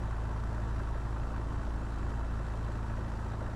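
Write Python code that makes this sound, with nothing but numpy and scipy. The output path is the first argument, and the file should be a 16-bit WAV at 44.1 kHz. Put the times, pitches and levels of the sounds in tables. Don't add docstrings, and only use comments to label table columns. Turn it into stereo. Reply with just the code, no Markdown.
import sys
import numpy as np
from scipy import signal
from scipy.io import wavfile
from scipy.ndimage import uniform_filter1d

SR = 44100
rng = np.random.default_rng(int(sys.argv[2]) if len(sys.argv) > 2 else 0)


def invert_db(x):
    u = np.asarray(x, float) / 20
    return 10 ** u


def unload_wav(signal):
    wavfile.write(
        sys.argv[1],
        SR,
        np.round(np.clip(np.atleast_2d(signal).T, -1, 1) * 32767).astype(np.int16),
    )


N = 156555

# time in seconds, crank speed in rpm, blade and firing thump in dB.
ENGINE = [(0.0, 1653.4, -35.6), (0.3, 1652.7, -35.6), (0.59, 1655.2, -35.4), (0.89, 1651.4, -35.5),
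          (1.18, 1657.5, -36.0), (1.48, 1658.3, -36.3), (1.78, 1662.4, -36.2), (2.07, 1656.3, -36.4),
          (2.37, 1657.0, -36.1), (2.66, 1655.7, -37.5), (2.96, 1649.0, -38.2), (3.25, 1656.5, -39.6),
          (3.55, 1658.7, -40.5)]
# the four cylinders in firing order, in dB.
CYLINDER_PUFFS = [
    (-0.52, 3.5, 4, 1),
    (0.26, -2.4, 0, -1.7),
    (.8, 1, -1, -0.4),
]


def evened(x):
    return x / np.sqrt(np.mean(x ** 2) + 1e-20)


def read(points, hz):
    f, value = np.transpose(points)
    return np.interp(np.log(hz + 1), np.log(f + 1), value)


def slow(rate_hz):
    f = np.geomspace(.3, rate_hz, num=16)[:, None]
    t = np.arange(0, N + 512, 512)
    waves = np.sin(2 * np.pi * (f * t / SR + rng.random(f.shape))) / np.sqrt(f)
    return np.interp(np.arange(N), t, evened(waves.sum(0)))


def noise(gain, patchy_db):
    # frequency in Hz, likeness of the two ports from 0 to 1.
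    likeness = [(60, 1.0), (130, 0.96), (290, 0.95), (640, 0.93), (1410, 0.94), (3100, 0.7), (6820, 0.84),
                (15000, 0.6)]
    # frequency in Hz, left over right in dB.
    port_tilt = [(60, 0.6), (130, 2), (290, 2), (640, 3), (1410, 1.5), (3100, 2), (6820, 3.5),
                 (15000, -6.5)]
    # frequency in Hz, lead of the left port in radians.
    port_lead = [(100, 0.016), (1290, 0.097), (2150, 0.73), (2700, 0.55), (3800, 0.71), (5600, .02),
                 (12000, 0.16)]
    ripple_db = 1.4
    count, hz = N // 512 + 6, np.fft.rfftfreq(2048, 1 / SR)
    a, b, c, d, patches = rng.standard_normal((count, 1025, 5)).T
    patches = uniform_filter1d(patches, size=20, axis=0)
    patches = evened(uniform_filter1d(patches, size=3, axis=1))
    same = np.clip(read(likeness, hz), 0, 1)[:, None]
    left = a + 1j * b
    delayed = left * np.exp(-1j * read(port_lead, hz))[:, None]
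    right = same * delayed + np.sqrt(1 - same ** 2) * (c + 1j * d)
    ripple = evened(uniform_filter1d(rng.standard_normal((1025, 1)), size=4, axis=0))
    tilt = invert_db(read(port_tilt, hz) / 2)[:, None]
    shape = gain(hz)[:, None] * invert_db(patchy_db * patches + ripple_db * ripple)
    spectrum = np.array([left * tilt, right / tilt]) * shape
    return evened(signal.istft(spectrum, nperseg=2048, noverlap=1536)[1][:, 1024:N + 1024])


def firings():
    start_turns, front_lead = -.224, .28
    t, rpm, _ = np.transpose(ENGINE)
    turns = np.cumsum(np.interp(np.arange(N) / SR, t, rpm)) / 60 / SR
    return 2 * (turns + start_turns) + front_lead + 4


def puffs(fired, luck, pattern_db, floor, rise, fall):
    spread_db = 1.25
    power = np.full(N, floor ** 2)
    for back in range(3):
        n = np.floor(fired + rise).astype(int) - back
        u = fired + rise - n
        size = invert_db(np.take(pattern_db, n % 4) + spread_db * luck[n])
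        swell = np.sin(np.pi / 2 * np.minimum(u / rise, 1)) ** 2
        power += (size * swell * np.exp(-u / fall)) ** 2
    return evened(np.sqrt(power))


def drone(fired, luck):
    # multiple of the two-turn cycle, level in dB.
    orders = [(1, -35), (2, -11.5), (3, -37), (4, 0), (5, -16.5), (6, -13), (7, -14.5), (8, -7), (9, -21),
              (10, -21.5), (11, -15), (12, -28), (14, -20.5), (15, -23), (16, -16), (17, -40), (19, -24.5),
              (20, -18.5), (21, -34), (22, -21.5), (24, -24.5), (26, -26), (28, -29.5), (29, -26),
              (32, -28.5), (36, -33), (51, -22.5)]
    reversed_orders = (6, 12, 14, 28)
    # time in seconds, lift in dB.
    load = [
        (0, -3),
        (.5, -1.5),
        (1.1, -3),
        (1.6, 1),
        (2.1, 0.5),
        (2.5, -3),
        (3., 0.4),
        (3.55, -2),
    ]
    drone_db, stray_db, uneven_db, wander_db = -36, -7.5, 2.7, 1.62
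    front_rad, shaft_lead_rad = -1.75, 0.97
    jitter = .014
    t, _, thump_db = np.transpose(ENGINE)
    coarse = fired[::8]
    coarse_s = np.arange(0, N, 8) / SR
    out = np.zeros(len(coarse))
    luck_db = uneven_db * np.interp(coarse, np.arange(len(luck)), luck)
    for k, db in orders:
        stray = k % 4 > 0 and k not in (2, 6)
        blade = k == 4
        level_db = drone_db + db + stray_db * stray + wander_db * slow(7.7)[::8]
        level_db += (k > 12) * np.interp(coarse_s, *np.transpose(load))
        if blade:
            level_db = np.interp(coarse_s, t, thump_db)
        lead = front_rad + np.pi * (k in reversed_orders) + shaft_lead_rad * (k == 2)
        lead += 2 * np.pi * stray * rng.random()
        late = np.interp(coarse, np.arange(len(luck)), luck[::-1]) * jitter * (1 - blade)
        wave = np.cos(2 * np.pi * k * (coarse - late) / 4 + lead)
        out += invert_db(level_db + (0.5 - 0.5 * blade) * luck_db) * wave
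    full = signal.resample_poly(out, up=8, down=1, window=("kaiser", 12), padtype="line")[:N]
    return np.sqrt(2) * full * invert_db([[.6], [-.6]])


def exhaust(fired, luck):
    # frequency in Hz, level in dB.
    pipe_shape = [(90, -66), (150, 3.5), (220, 1), (330, 4), (480, -2), (700, -7.5), (1200, -19.5),
                  (2500, -90)]
    # frequency in Hz, level in dB.
    roar_shape = [(200, -77), (500, -4.5), (950, 2), (1400, -1.5), (1950, -10), (2250, -18), (3000, -23.5),
                  (6000, -86)]
    # frequency in Hz, width in Hz, level in dB.
    panel_rings = [(916, 72, -59), (1055, 31, -60.5), (1500, 42, -63.5), (1873, 99, -67.5), (2704, 61, -81),
                   (3063, 200, -76), (3490, 75, -79.5), (3810, 270, -77), (4010, 170, -79),
                   (4520, 92, -77.5), (5620, 730, -78.5), (7380, 310, -80), (11000, 91, -96),
                   (12000, 500, -89)]
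    pipe_db, roar_db, split_hz = -50.5, -48, 950
    rise, fall = .46, .52

    def ring(hz):
        power = sum(invert_db(db) ** 2 / w / (1 + (2 * (hz - f) / w) ** 4) for f, w, db in panel_rings)
        return np.sqrt(power)

    pipe = invert_db(pipe_db) * noise(lambda hz: invert_db(read(pipe_shape, hz)), 1.5)
    roar = invert_db(roar_db) * noise(lambda hz: invert_db(read(roar_shape, hz)), 0.37)
    panels = np.linalg.norm(invert_db(np.transpose(panel_rings)[2])) * noise(ring, 1.9)
    low = signal.sosfiltfilt(signal.butter(3, split_hz, fs=SR, output="sos"), roar + panels)
    high = roar + panels - low
    return (pipe * puffs(fired, luck[::-1], CYLINDER_PUFFS[0], 0.99, 0.35, 0.4)
            + low * puffs(fired, luck[100:], CYLINDER_PUFFS[1], .75, rise, fall)
            + high * puffs(fired, luck, CYLINDER_PUFFS[1], .18, rise, fall))


def hiss(fired, luck):
    # frequency in Hz, level in dB.
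    hiss_shape = [(1350, -61), (2300, -3.5), (4000, -6.5), (8000, -11.5), (10000, -16), (12400, -27),
                  (13100, -27), (15700, -40)]
    hiss_db, tick_fall, tick_share = -63.5, 0.28, 0.45
    tick_luck = 2.3 * rng.standard_normal(999)
    ticks = puffs(2 * fired, tick_luck, (1.3, -1.7, 1.6, -0.55), 0.079, 0.31, 2 * tick_fall)
    own_luck = 0.24 * luck + 0.79 * rng.standard_normal(len(luck))
    puffed = puffs(fired, own_luck, CYLINDER_PUFFS[2], 0.49, 0.14, 0.69)
    gate = (1 - tick_share) * puffed ** 2 + tick_share * ticks ** 2 + 0.71
    return invert_db(hiss_db) * evened(np.sqrt(gate)) * noise(lambda hz: invert_db(read(hiss_shape, hz)), 1.0)


def wash():
    # frequency in Hz, level in dB.
    rumble_shape = [(8, -21), (26, 7.5), (42, -3), (70, -8), (100, -2), (135, -7), (185, -14.5), (900, -81)]
    rumble_db = -43
    return invert_db(rumble_db + 0.5 * slow(4.8)) * noise(lambda hz: invert_db(read(rumble_shape, hz)), 0.14)


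def whine():
    # frequency in Hz, level in dB.
    gear_tones = [(2654, -77), (3779, -83), (5286, -92)]
    waver, flutter_db = .0007, 2.2
    seconds = np.cumsum(1 + waver * slow(60.)) / SR
    return sum(np.sqrt(2) * invert_db(db + flutter_db * slow(60.)) * np.sin(2 * np.pi * hz * seconds)
               for hz, db in gear_tones)


def supply():
    # frequency in Hz, level in dB.
    supply_tones = [(13265, -101), (14150, -100.5), (15035, -103.5)]
    sweep_hz, sweep = 18.8, .0048
    t = np.arange(N) / SR
    swing = np.tanh(2 * np.sin(2 * np.pi * sweep_hz * t + .6 * slow(9.)) + .5)
    seconds = np.cumsum(1 + sweep * swing) / SR
    return sum(np.sqrt(2) * invert_db(db + slow(30.)) * np.sin(2 * np.pi * hz * seconds)
               for hz, db in supply_tones)


def knocks(fired, luck):
    # firings into the cycle, pitch in Hz, time to fall 60 dB in seconds, level in dB.
    stack_knocks = [
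        (.3, 610, .035, -63),
        (.35, 520, .04, -65),
        (.85, 370, .05, -64),
    ]
    rise_s, luck_db = 0.0018, 4
    out = np.zeros(N)
    for at, hz, t60, db in stack_knocks:
        cycle = (fired - at) / 4
        s = cycle % 1 / np.gradient(cycle).mean() / SR
        size_db = db + luck_db * luck[cycle.astype(int) + 300]
        shape = (1 - np.exp(-s / rise_s)) * invert_db(-60 * s / t60) * np.sin(2 * np.pi * hz * s)
        out += invert_db(size_db) * evened(shape)
    return out * invert_db([[1.1], [-1.1]])


def strobe():
    # start in seconds, level in dB.
    charges = [
        (1.32, -100),
        (2.78, -101),
    ]
    low_hz, top_hz, charge_s = 12900, 15200, .2
    out, u = np.zeros(N), np.arange(0, 1, 1 / SR / charge_s)
    hz = low_hz + (top_hz - low_hz) * u ** .7
    whistle = np.sin(np.pi * u) ** .5 * np.sin(2 * np.pi * np.cumsum(hz) / SR)
    for s, db in charges:
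        out[round(s * SR):][:len(u)] += invert_db(db) * whistle
    return out


def scene():
    fired, luck = firings(), rng.standard_normal(499)
    engine = drone(fired, luck) + exhaust(fired, luck) + hiss(fired, luck)
    return engine + wash() + whine() + supply() + knocks(fired, luck) + strobe()


def low_pass(x):
    return signal.sosfilt(signal.butter(12, 15720, fs=SR, output="sos"), x)


def record(dry):
    settle_s, ceiling, offset = .004, .088, .0009
    settle = np.minimum(.25 + np.arange(N) / SR / settle_s, 1)
    mix = ceiling * np.tanh(invert_db(0.36) * settle * dry / ceiling) + offset
    return low_pass(mix)


dry = scene()
out = record(dry)
unload_wav(out)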